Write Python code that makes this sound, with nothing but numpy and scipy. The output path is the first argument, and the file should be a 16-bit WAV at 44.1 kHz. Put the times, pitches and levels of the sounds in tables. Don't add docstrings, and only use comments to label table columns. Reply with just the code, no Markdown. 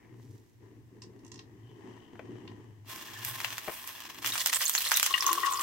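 import sys
import numpy as np
from scipy import signal
from scipy.fft import rfft, irfft
from scipy.io import wavfile
from scipy.ndimage import uniform_filter1d

SR = 44100
rng = np.random.default_rng(int(sys.argv[2]) if len(sys.argv) > 2 else 0)


def persist_wave(psi):
    counts = np.round(np.clip(psi, -1, 1) * 32767).astype(np.int16)
    wavfile.write(sys.argv[1], SR, np.atleast_2d(counts).T)


N = 248194


def from_db(db):
    return 10 ** (np.asarray(db) / 20)


def rms_one(x):
    return x / np.sqrt(np.mean(x ** 2) + 1e-20)


def peak_one(x):
    return x / (np.abs(x).max() + 1e-20)


def energy_one(x):
    return x / np.linalg.norm(x, axis=-1, keepdims=True)


def level_one(x):
    power = uniform_filter1d(np.mean(x ** 2, axis=0), size=3000)
    return x / np.sqrt(power + 1e-9)


def in_time(rows):
    times_s, *columns = np.transpose(rows)
    return [np.interp(np.arange(N) / SR, times_s, column) for column in columns]


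def during(rows):
    start_s, end_s = rows[0][0], rows[-1][0]
    return np.interp(np.arange(N) / SR, [start_s - .02, start_s, end_s, end_s + .05], [0, 1, 1, 0])


def drift(rate):
    knots = rng.standard_normal(4000)
    return rms_one(np.interp(np.arange(N) / SR * rate, np.arange(len(knots)), knots))


def dying(t60, size=8192):
    return from_db(-60 * np.arange(size) / SR / max(t60, 1e-4))


def add(track, time_s, sound):
    at = int(np.clip(round(time_s * SR), 0, N - 1))
    track[..., at:at + sound.shape[-1]] += sound[..., :N - at]


def coloured(x, spectrum, size=4096):
    hz, db = np.transpose(spectrum)
    grid_hz = np.maximum(np.arange(size // 2 + 1) * SR / size, 1)
    gain = from_db(np.interp(np.log(grid_hz), np.log(hz), db))
    cepstrum = irfft(np.log(gain))
    cepstrum[1:size // 2] *= 2
    cepstrum[size // 2 + 1:] = 0
    response = irfft(np.exp(rfft(cepstrum)))
    return signal.oaconvolve(np.atleast_2d(x), response[None], axes=-1)[:, :x.shape[-1]]


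def band(x, low_hz, high_hz, order=2):
    edges_hz = [low_hz, min(high_hz, SR / 2 - 1)]
    return signal.sosfilt(signal.butter(order, edges_hz, "band", fs=SR, output="sos"), x + 1e-18)


def ring(clicks, hz, t60):
    radius = from_db(-60 / (t60 * SR))
    angle = 2 * np.pi * hz / SR
    return signal.lfilter([.5, 0, -.5], [1, -2 * radius * np.cos(angle), radius * radius], clicks + 1e-18)


def air(side_db):
    mid, side = rng.standard_normal((2, N))
    return mid + from_db(side_db) * side * np.array([[1], [-1]])


def grains(per_s, spread_db):
    rate = np.broadcast_to(per_s, N)[:-4]
    at = np.flatnonzero(rng.random(N - 4) < rate / SR)
    heights = from_db(spread_db * np.minimum(rng.exponential(1, len(at)), 3.5))
    sizes = heights * rng.choice([-1, 1], len(at)) / np.sqrt(rate[at])
    out = np.zeros((2, N))
    for ear in out:
        ear[at + rng.integers(0, 4, len(at))] = sizes * from_db(rng.normal(0, 3, len(at)))
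    return rms_one(out)


KITCHEN_T60_S = 0.16


def kitchen(x, wall_db, room_db):
    scatter, tail = rng.standard_normal((2, 2, 8192))
    scatter = band(scatter, 2300, 25500, order=1) * dying(t60=0.046) * (1 - dying(t60=0.00068))
    tail = band(tail, 140, 9140, order=1) * dying(KITCHEN_T60_S) * (1 - dying(t60=0.045))
    response = from_db(wall_db) * energy_one(scatter) + from_db(room_db) * energy_one(tail)
    response[:, 0] += 1
    return signal.oaconvolve(np.atleast_2d(x), response, axes=-1)[:, :N]


# (frequency [Hz], density [dB per Hz])
FLOOR_COLOUR = [(25, -12.5), (70, 4), (160, -4), (340, -6), (600, -23), (950, -22.5), (1350, -31),
                (1900, -22.5), (2500, -28.5), (6400, -33), (9500, -34), (16000, -38.5)]
FLOOR_DB = -61


def still():
    return from_db(FLOOR_DB) * rms_one(coloured(air(side_db=0.0), FLOOR_COLOUR))


# (time [s], level [dB])
FLAME_CURVE = [(0, -59), (.13, -55), (.36, -55), (.43, -61), (.58, -72), (.625, -50), (.86, -60),
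               (.96, -54), (1.36, -50), (1.7, -55), (1.89, -47), (2.07, -56.5), (2.33, -43.5), (2.6, -49),
               (2.82, -63), (2.92, -55), (3.96, -62), (4.28, -51.5), (4.62, -68.5), (5.2, -66)]
# (time [s], level relative to flutter [dB])
RUSTLE_CURVE = [(0, -10), (.2, -17.5), (.65, -17), (1.45, -17.5), (1.7, -14), (2.05, -9), (2.33, -17.5),
                (2.8, -11.5)]
# (time of top [s], rms level [dB])
DRONE_SWELLS = [(.18, -47.5), (.31, -45), (.64, -52), (.82, -50), (1.03, -50.5), (1.17, -54), (1.34, -50),
                (1.52, -51.5), (1.67, -46), (1.91, -48.5), (2.2, -53), (2.33, -46), (2.52, -45.5),
                (2.7, -47), (2.84, -48), (3.21, -48), (3.31, -45.5), (3.5, -51), (4.28, -51.5)]
# (frequency [Hz], density [dB per Hz])
FLUTTER_SPECTRUM = [(60, -18), (140, -2.5), (230, 3.5), (340, 6.5), (430, 0.5), (520, -14), (800, -37),
                    (1500, -64)]
RUSTLE_SPECTRUM = [(300, -6), (650, 2.5), (1000, 5.5), (1400, -9), (1900, 3.5), (2300, -10), (2900, -6.5),
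                   (3600, -15.5), (6000, -15.5), (9000, -17.5), (15000, -49)]
SWELL_WIDTH_S, DRONE_HZ, DRONE_REST_DB = 0.064, 112, -68.5


def burner():
    t = np.arange(N) / SR
    flutter_db, = in_time(FLAME_CURVE)
    rustle_db, = in_time(RUSTLE_CURVE)
    swell_power = sum(from_db(2 * db) * np.exp(-((t - top_s) / SWELL_WIDTH_S) ** 2)
                      for top_s, db in DRONE_SWELLS)
    drone_gain = np.hypot(np.sqrt(swell_power), from_db(DRONE_REST_DB))
    drone = level_one(band(air(side_db=-17.5), 0.921 * DRONE_HZ, 1.06 * DRONE_HZ))
    lumps = from_db(3.5 * np.tanh(drift(rate=40)) - .5)
    flutter = level_one(coloured(air(side_db=-9.0), FLUTTER_SPECTRUM)) * lumps
    grit = air(side_db=0.5) + 0.81 * grains(per_s=300, spread_db=6.0)
    rustle = rms_one(coloured(grit, RUSTLE_SPECTRUM)) * from_db([[3.5], [-1.5]])
    flame = flutter + from_db(rustle_db) * rustle
    return drone_gain * drone + from_db(flutter_db) * flame


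# (time [s], level [dB])
SIMMER_CURVE = [(.15, -80.5), (.21, -73), (.34, -70), (.55, -83)]


def simmer():
    hiss = band(air(side_db=-12.5) + 1.3 * grains(per_s=720, spread_db=4.0), 2650, 9400, order=1)
    return during(SIMMER_CURVE) * from_db(in_time(SIMMER_CURVE)[0]) * rms_one(hiss)


TIP_DB, TIP_T60_S, TIP_HZ = -66, 0.84, (1780, 2330)


def tipping():
    rustle = band(grains(per_s=900, spread_db=4.5), *TIP_HZ)
    return from_db(TIP_DB) * dying(TIP_T60_S, size=N) * rms_one(rustle)


CREEP_START_S, CREEP_END_S, CREEP_ATTACK_S, CREEP_RELEASE_S = 1.56, 2.88, 0.068, 0.46
CREEP_DB, CREEP_HZ, CREEP_T60_S = -73, 3046, 0.011


def creep():
    t = np.arange(N) / SR
    attack = np.clip((t - CREEP_START_S) / CREEP_ATTACK_S, 0, 1)
    release = np.clip((CREEP_END_S - t) / CREEP_RELEASE_S, 0, 1)
    rasp = rms_one(ring(grains(per_s=830, spread_db=2.5), CREEP_HZ, CREEP_T60_S))
    level = from_db(CREEP_DB + 2 * drift(rate=13))
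    return level * attack * release * rasp * from_db([[3], [-4]])


# (time [s], dry peak [dB], pitch [Hz])
GLASS_TICKS = [(1.0189, -38.5, 5800), (1.025, -45.5, 6030), (1.035, -43, 5900), (1.191, -57, 6200),
               (1.2473, -47, 7500), (1.264, -47, 7400), (1.278, -47, 6900), (1.3168, -37.5, 6100),
               (1.341, -42.5, 5940), (1.357, -44, 5570), (1.377, -48, 5200), (1.391, -36, 4600),
               (2.476, -38.5, 3350)]
# (frequency [Hz], level [dB], t60 [s])
GLASS_MODES = [(1003, 7, 0.04), (1880, 4, 0.038), (2800, 8, 0.027), (5760, -3, 0.014)]
# (time [s], peak before balance [dB], hollow pitch [Hz], contact noise / hollow ring [ratio])
GLASS_KNOCKS = [(2.134, -41, 350, .1), (2.155, -42, 400, 0.85), (2.1931, -33.5, 560, 2.2),
                (2.357, -38, 365, 0.09), (3.677, -30.5, 677, 2.4), (3.6812, -26.5, 640, 2.2),
                (3.686, -27.5, 394, 0.9), (3.6945, -30, 637, 2)]
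# (frequency [Hz], density [dB per Hz])
KNOCK_SPECTRUM = [(60, -10), (250, 2), (450, 4), (650, 11), (900, -3), (1300, -1.5), (2200, -3),
                  (3500, -18), (9000, -38)]
TICK_RISE_S, GRIP_DETUNE_SHARE, GLASS_SHARE = .007, .02, .4
TICK_TOP_RATIO = 1.45
HOLLOW_T60_S = .018


def glass():
    ticks, knocks, t = np.zeros((2, N)), np.zeros(N), np.arange(8192) / SR
    for time_s, peak_db, hz in GLASS_TICKS:
        modes = 0
        for mode_hz, mode_db, t60 in GLASS_MODES:
            held_hz = mode_hz * rng.normal(1, GRIP_DETUNE_SHARE)
            phase = rng.uniform(0, np.pi, (2, 1))
            modes = modes + from_db(mode_db) * dying(t60) * np.sin(2 * np.pi * held_hz * t + phase)
        snap = band(rng.standard_normal((2, len(t))) * dying(t60=0.028), 0.68 * hz, 1.15 * hz, order=1)
        peel = (1 - dying(TICK_RISE_S)) * (GLASS_SHARE * peak_one(modes) + peak_one(snap))
        tick = band(peel, 870, TICK_TOP_RATIO * hz, order=3)
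        add(ticks, time_s, from_db(peak_db) * peak_one(tick))
    for time_s, peak_db, hz, contact_ratio in GLASS_KNOCKS:
        contact = coloured(rng.standard_normal(8192) * dying(t60=.03), KNOCK_SPECTRUM)[0]
        hollow = dying(HOLLOW_T60_S) * np.sin(2 * np.pi * hz * t)
        add(knocks, time_s, from_db(peak_db) * peak_one(contact_ratio * peak_one(contact) + hollow))
    knocks = kitchen(knocks * from_db([[2.5], [-2.5]]), wall_db=-11, room_db=-13)
    return kitchen(ticks, wall_db=-20, room_db=-8.5) + knocks


# (time [s], level [dB])
SINGING_CURVE = [(3.14, -60), (3.175, -48.5), (3.24, -55), (3.33, -59.5), (3.4, -62)]


def singing():
    flutter = band(grains(per_s=540, spread_db=0.0), 1680, 1828)
    return during(SINGING_CURVE) * from_db(in_time(SINGING_CURVE)[0]) * level_one(flutter)


# (time [s], nominal peak [dB], centre of the struck modes [Hz])
WHISK_TAPS = [(5.1396, -12.5, 2460), (5.223, -30.5, 1200), (5.268, -21, 1090), (5.288, -19, 1050),
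              (5.377, -23.5, 1000), (5.434, -18.5, 1700), (5.444, -24, 1386), (5.455, -25.5, 1080),
              (5.465, -25, 1100), (5.474, -24.5, 1070), (5.509, -26, 1096), (5.521, -24.5, 1140),
              (5.619, -15.5, 1626)]
# (time [s], ringing level [dB], pan body level [dB])
WHISK_SCRAPE = [(5.11, -43.5, -59), (5.19, -49.5, -64), (5.29, -35, -46.5), (5.335, -37.5, -43),
                (5.36, -44, -46), (5.41, -38, -48.5), (5.47, -32, -54), (5.5, -39.5, -56),
                (5.585, -41.5, -58.5), (5.625, -32, -47.5)]
# (frequency [Hz], level [dB], t60 [s])
PAN_MODES = [(336.7, -13, 0.13), (390.7, -20, 0.089), (423, -14, 0.096), (1044, 9, 0.074),
             (1120.6, 7.5, 0.06), (1874.6, -2.5, 0.085), (1946.7, -1.5, 0.072), (2855, 3, 0.039),
             (3650, -16, 0.022), (6400, -9, 0.04)]
RASP_HZ, RASP_SHARE = (950, 1200), .6
RUBS_PER_S, RUB_DB = 90, 4
DRAG_HIGH_DB = -8
GRIT_DB = -8


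def whisk_drag():
    scrape_db, body_db = in_time(WHISK_SCRAPE)
    slips = level_one(grains(per_s=800, spread_db=2.5).mean(axis=0)[None])
    rings = [(-1) ** k * from_db(mode_db) * ring(slips, hz, t60)
             for k, (hz, mode_db, t60) in enumerate(PAN_MODES)]
    body = level_one(sum(rings[:3]))
    ringing = level_one(sum(rings[3:5]) + from_db(DRAG_HIGH_DB) * sum(rings[5:]))
    rasp = level_one(band(slips, *RASP_HZ))
    scrape = level_one(ringing + RASP_SHARE * rasp)
    grit = level_one(band(grains(per_s=260, spread_db=5.5), 1500, 4400, order=1))
    drag = from_db(body_db) * body + from_db(scrape_db) * scrape + from_db(scrape_db + GRIT_DB) * grit
    rub = from_db(RUB_DB * np.tanh(drift(RUBS_PER_S)))
    return during(WHISK_SCRAPE) * rub * drag


def whisk_taps():
    taps, t = np.zeros((2, N)), np.arange(8192) / SR
    for time_s, peak_db, centre_hz in WHISK_TAPS:
        blow = 0
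        for k, (hz, mode_db, t60) in enumerate(PAN_MODES):
            struck_db = mode_db - 23.0 * abs(np.log2(hz / centre_hz))
            loaded_hz = hz * rng.normal(1, 0.0071)
            tone = dying(t60) * np.sin(2 * np.pi * loaded_hz * t)
            blow = blow + (-1) ** k * from_db(struck_db) * tone
        chatter = rng.standard_normal((2, len(t))) * dying(t60=0.052)
        chatter = band(chatter, 0.85 * centre_hz, 1.36 * centre_hz)
        add(taps, time_s, from_db(peak_db) * (0.715 * peak_one(blow) + 0.45 * peak_one(chatter)))
    return taps


def whisk():
    contact = band(whisk_taps() + whisk_drag(), 240, 15000)
    return kitchen(contact, wall_db=-3.5, room_db=-15.5) * from_db([[1.2], [-1.2]])


# (time [s], dry peak [dB], pitch [Hz], t60 [s])
BUBBLE_PINGS = [(4.322, -21, 3840, 0.022), (4.403, -20.5, 7200, 0.0059), (4.546, -11, 7700, 0.00345),
                (4.559, -15, 7900, 0.0048), (4.6291, -22, 3126, 0.015), (4.6547, -14.5, 7000, 0.0053),
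                (4.662, -19, 6470, .005), (4.668, -21, 4300, 0.011), (4.889, -19.5, 7820, .0045),
                (4.68, -14, 7900, 0.0055), (4.7382, -18, 6990, .004), (4.751, -14, 6460, 0.00314),
                (4.7574, -16.5, 6800, 0.006), (4.7789, -15, 4160, 0.011), (4.8525, -18.5, 4040, 0.016),
                (4.875, -20, 4180, 0.018), (4.941, -14, 6080, 0.00366), (4.9531, -19, 3840, 0.022),
                (4.979, -18.5, 3860, 0.016), (5.042, -23.5, 6400, 0.0049), (5.207, -15.5, 5400, 0.007),
                (5.265, -13.5, 6250, 0.008), (5.316, -24, 6500, .004), (5.5245, -21, 7960, 0.0045),
                (5.536, -19.5, 7100, 0.0042), (5.5732, -24, 4880, .007), (5.611, -19.5, 7650, 0.0063)]
PING_RISE_SHARE, PING_OPEN_S, PING_WOBBLE_SHARE = 0.036, 0.00083, .03
SPIT_SHARE, SPIT_T60_S = .55, .014


def pings():
    out = np.zeros((2, N))
    for time_s, peak_db, hz, t60 in BUBBLE_PINGS:
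        fade = dying(t60, size=2048)
        opening = 1 - dying(PING_OPEN_S, size=2048)
        wobble = rms_one(uniform_filter1d(rng.standard_normal(2048), size=24))
        pitch_hz = hz * (1 + PING_RISE_SHARE * (.5 - fade) + PING_WOBBLE_SHARE * wobble)
        phase = 2 * np.pi * np.cumsum(pitch_hz) / SR + rng.uniform(0, 2, (2, 1))
        tone = opening * fade * np.sin(phase)
        spit = rng.standard_normal((2, 2048)) * rng.exponential(1, 2048) * dying(SPIT_T60_S, size=2048)
        spit = band(spit, hz / 3, hz * 1.6, order=1)
        add(out, time_s, from_db(peak_db) * peak_one(peak_one(tone) + SPIT_SHARE * peak_one(spit)))
    return kitchen(out, wall_db=-2.0, room_db=-11.0)


# (time [s], nominal rms over 3 ms [dB], strongest pitch [Hz],
# spray relative to burst [dB], leak relative to burst [dB])
STEAM_POPS = [(3.2493, -32, 12000, -11, -6.5), (3.403, -32.5, 1618, -19, -13),
              (3.4465, -27.5, 1520, -17, -8), (3.505, -36, 1700, -16, -20),
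              (3.5815, -32.5, 3000, -13, -16.5), (4.0043, -43, 4490, -14, -19),
              (3.8756, -39, 15140, -5.5, -0.5), (4.2462, -30.5, 1880, -15, -12),
              (4.2616, -33, 4470, -4.5, -16), (4.2738, -32.5, 9000, 2, -17), (4.3554, -31, 1290, -0.5, -11),
              (4.3793, -31.5, 4500, -7.5, -15.5), (4.4607, -21.5, 6030, -12, -16),
              (4.4727, -27.5, 12000, -11, -1), (4.5309, -25.5, 2920, -19, -4),
              (4.5362, -27, 5493, -17, -7.5), (4.616, -30, 2900, -8, -13), (4.6956, -22, 14990, -17, -18.5),
              (4.751, -24.5, 2330, -7, -9), (4.786, -32.5, 13000, 0, 2.5), (4.8067, -31.5, 7640, 1, -13.5),
              (4.82, -32, 7500, -13.5, -4), (4.91, -30.5, 3000, 4, -16), (4.918, -18, 2540, -8, -14),
              (4.9632, -27, 12130, -9, -11.5), (4.9722, -21, 12000, -14, -2.5),
              (4.998, -23.5, 6043, -17, -17), (5.0296, -19.5, 6800, -8, -14),
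              (5.0637, -24, 5940, -4.5, -3.5), (5.2247, -30, 2970, -5, -16), (5.267, -30.5, 14000, -14, -9),
              (5.279, -30, 2500, -15, -21), (5.3305, -23.5, 9400, -21, -12), (5.461, -36, 3370, 4, -13.5)]
POP_SLOPE_DB, POP_TOP_SLOPE_DB = 4, 5
LEAK_S, LEAK_T60_S = 0.013, 0.024


def pops():
    out, click = np.zeros((2, N)), signal.unit_impulse(2048)
    first_samples = .003 * SR
    edges_hz = np.array([(800, 2800), (2600, 9060), (10200, 16300)])
    centres_hz = np.sqrt(edges_hz.prod(axis=1))
    thump, crack, snap = (energy_one(band(click, low, high)) for low, high in edges_hz)
    lead = int(LEAK_S * SR)
    for time_s, burst_db, hz, spray_db, leak_db in STEAM_POPS:
        octaves = np.log2(centres_hz / hz)
        slope_db = np.where(octaves > 0, POP_TOP_SLOPE_DB, POP_SLOPE_DB)
        thump_db, crack_db, snap_db = burst_db - slope_db * abs(octaves)
        pulse = from_db(thump_db) * thump - from_db(crack_db) * crack + from_db(snap_db) * snap
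        rattle, spray, leak = rng.standard_normal((3, 2, 8192)) * np.sqrt(rng.exponential(1, 8192))
        burst = energy_one(signal.unit_impulse(8192) + energy_one(rattle * dying(t60=.007)))
        spray = energy_one(spray * dying(t60=0.12) * (1 - dying(t60=0.0041)))
        swell = energy_one((leak * dying(LEAK_T60_S))[:, :lead])[:, ::-1]
        course = np.hstack([from_db(leak_db) * swell, burst + from_db(spray_db) * spray])
        pop = np.sqrt(first_samples) * signal.fftconvolve(course, pulse[None], axes=-1)
        add(out, time_s - lead / SR, pop)
    return kitchen(out, wall_db=-5.5, room_db=-11.0)


# (time [s], length [s], crackle gain [dB], fizz gain [dB])
HOT_SPOT_FLARES = [(2.9, 0.034, 2, 0), (3.248, 0.052, 3, 7.5), (4.241, 0.0216, 3, 7.5),
                   (4.356, 0.055, 7, 2.5), (4.465, 0.036, 4.5, -7), (4.517, 0.05, 6, 2),
                   (4.599, 0.039, 8.5, 1), (4.838, 0.04, 7, 2.5), (5.459, 0.028, 5, -7),
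                   (5.597, 0.028, 5, 6)]
FLARE_ATTACK_S, FLARE_RELEASE_S = 0.0069, 0.021


def flares():
    t, gains_db = np.arange(N) / SR, np.zeros((2, N))
    for time_s, length_s, crackle_db, fizz_db in HOT_SPOT_FLARES:
        attack = np.clip((t - time_s) / FLARE_ATTACK_S, 0, 1)
        release = np.clip(1 - (t - time_s - length_s) / FLARE_RELEASE_S, 0, 1)
        gains_db += np.outer([crackle_db, fizz_db], attack * release)
    return gains_db


def froth(per_s, cycles, count=14):
    pitches_hz = np.geomspace(1500, 15000, count)
    total = 0
    for hz in pitches_hz:
        strikes = grains(per_s * hz / pitches_hz.sum(), spread_db=3.5)
        total = total + np.sqrt(hz) * rms_one(ring(strikes, hz, cycles / hz))
    return rms_one(total)


# (time [s], crackle level [dB], fine fizz level [dB])
FRYING_CURVE = [(2.862, -63, -74), (2.895, -46, -47), (3.14, -48, -58.5), (3.31, -44, -44),
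                (3.5, -42, -49.5), (3.63, -47.5, -51), (3.72, -45, -43), (3.82, -49, -49.5),
                (3.86, -45, -45.5), (3.99, -48, -54), (4.06, -45.5, -63), (4.215, -50.5, -55),
                (4.26, -38.5, -41), (4.5, -39, -40), (4.64, -40, -33.5), (4.82, -40.5, -41),
                (4.93, -35.5, -37), (5.11, -37, -43), (5.28, -38.5, -42), (5.62, -43, -43)]
# (time [s], crackle rate [1/s], share of near colour [0-1])
CLOSENESS_CURVE = [(2.8, 2200, 0.06), (4.2, 1596, 0), (4.32, 1000, 1), (5.6, 800, 1)]
# (frequency [Hz], density [dB per Hz])
FAR_SPECTRUM = [(200, -48), (480, -7), (650, -0.5), (820, -2), (1000, 7.5), (1400, -3), (1750, 6),
                (2150, 1), (2650, 3.5), (3700, 0.5), (7000, -5.5), (9500, -11), (12500, -8)]
NEAR_SPECTRUM = [(200, -56), (500, -1), (850, -5), (1050, 3), (1500, -4.5), (1880, 4.5), (2300, -3.5),
                 (3100, 4.5), (4000, 2), (5000, 0), (7000, -2.5), (9500, -2), (12500, -17.5)]
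FIZZ_SPECTRUM = [(4000, -76), (8000, 5.5), (10500, 5.5), (12500, 7), (14000, 4), (16000, 3.5)]
SURGE_DB, SURGES_PER_S = 2.0, 70


def frying():
    crackle_db, fizz_db = in_time(FRYING_CURVE) + flares()
    per_s, near = in_time(CLOSENESS_CURVE)
    near = np.clip(near, 0, 1)
    clump_db = (1.0 + 1.0 * near) * drift(rate=130) + SURGE_DB * drift(SURGES_PER_S)
    clumps = level_one(from_db(clump_db)[None])
    clicks = level_one(grains(per_s, spread_db=5.5))
    bubbles = from_db(-7.5 + 10.3 * near) * level_one(froth(per_s, cycles=15.9))
    hiss = from_db(-7.0) * air(side_db=-19.0)
    sizzle = level_one(kitchen(clicks + bubbles, wall_db=-4.5, room_db=-5.0) + hiss) * clumps
    far_crackle = np.sqrt(1 - near) * rms_one(coloured(sizzle, FAR_SPECTRUM))
    near_crackle = np.sqrt(near) * rms_one(coloured(sizzle, NEAR_SPECTRUM))
    crackle = far_crackle + near_crackle
    droplets = level_one(grains(per_s, spread_db=6.0)) + from_db(1.0) * air(side_db=-2.0)
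    fizz = rms_one(coloured(droplets * clumps, FIZZ_SPECTRUM))
    return during(FRYING_CURVE) * (crackle * from_db(crackle_db) + fizz * from_db(fizz_db))


def scene():
    background = still() + burner() + simmer()
    pouring = tipping() + creep() + glass()
    return background + pouring + singing() + whisk() + pings() + pops() + frying()


# (frequency [Hz], gain [dB])
LEFT_PORT_RESPONSE = [(100, -3), (600, -1), (1000, 2), (1800, 1), (3100, 1.5), (4500, -2.5), (6200, 0.5),
                      (8000, -17), (10000, -7), (12500, 3), (16000, -3.5)]
RIGHT_PORT_RESPONSE = [(100, -5), (600, -2.5), (1000, 2), (1800, -1.5), (3100, -3.5), (4500, -0.5),
                       (6200, 3.5), (8000, 3), (10000, -2), (12500, 1), (16000, 4.5)]
CUTOFF_HZ = 15800


def record(dry):
    heard = np.vstack([coloured(dry[0], LEFT_PORT_RESPONSE), coloured(dry[1], RIGHT_PORT_RESPONSE)])
    heard = .75 * np.tanh(heard / .75)
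    return signal.sosfilt(signal.ellip(10, .2, 70, CUTOFF_HZ, fs=SR, output="sos"), heard)


dry = scene()
out = record(dry)
persist_wave(out)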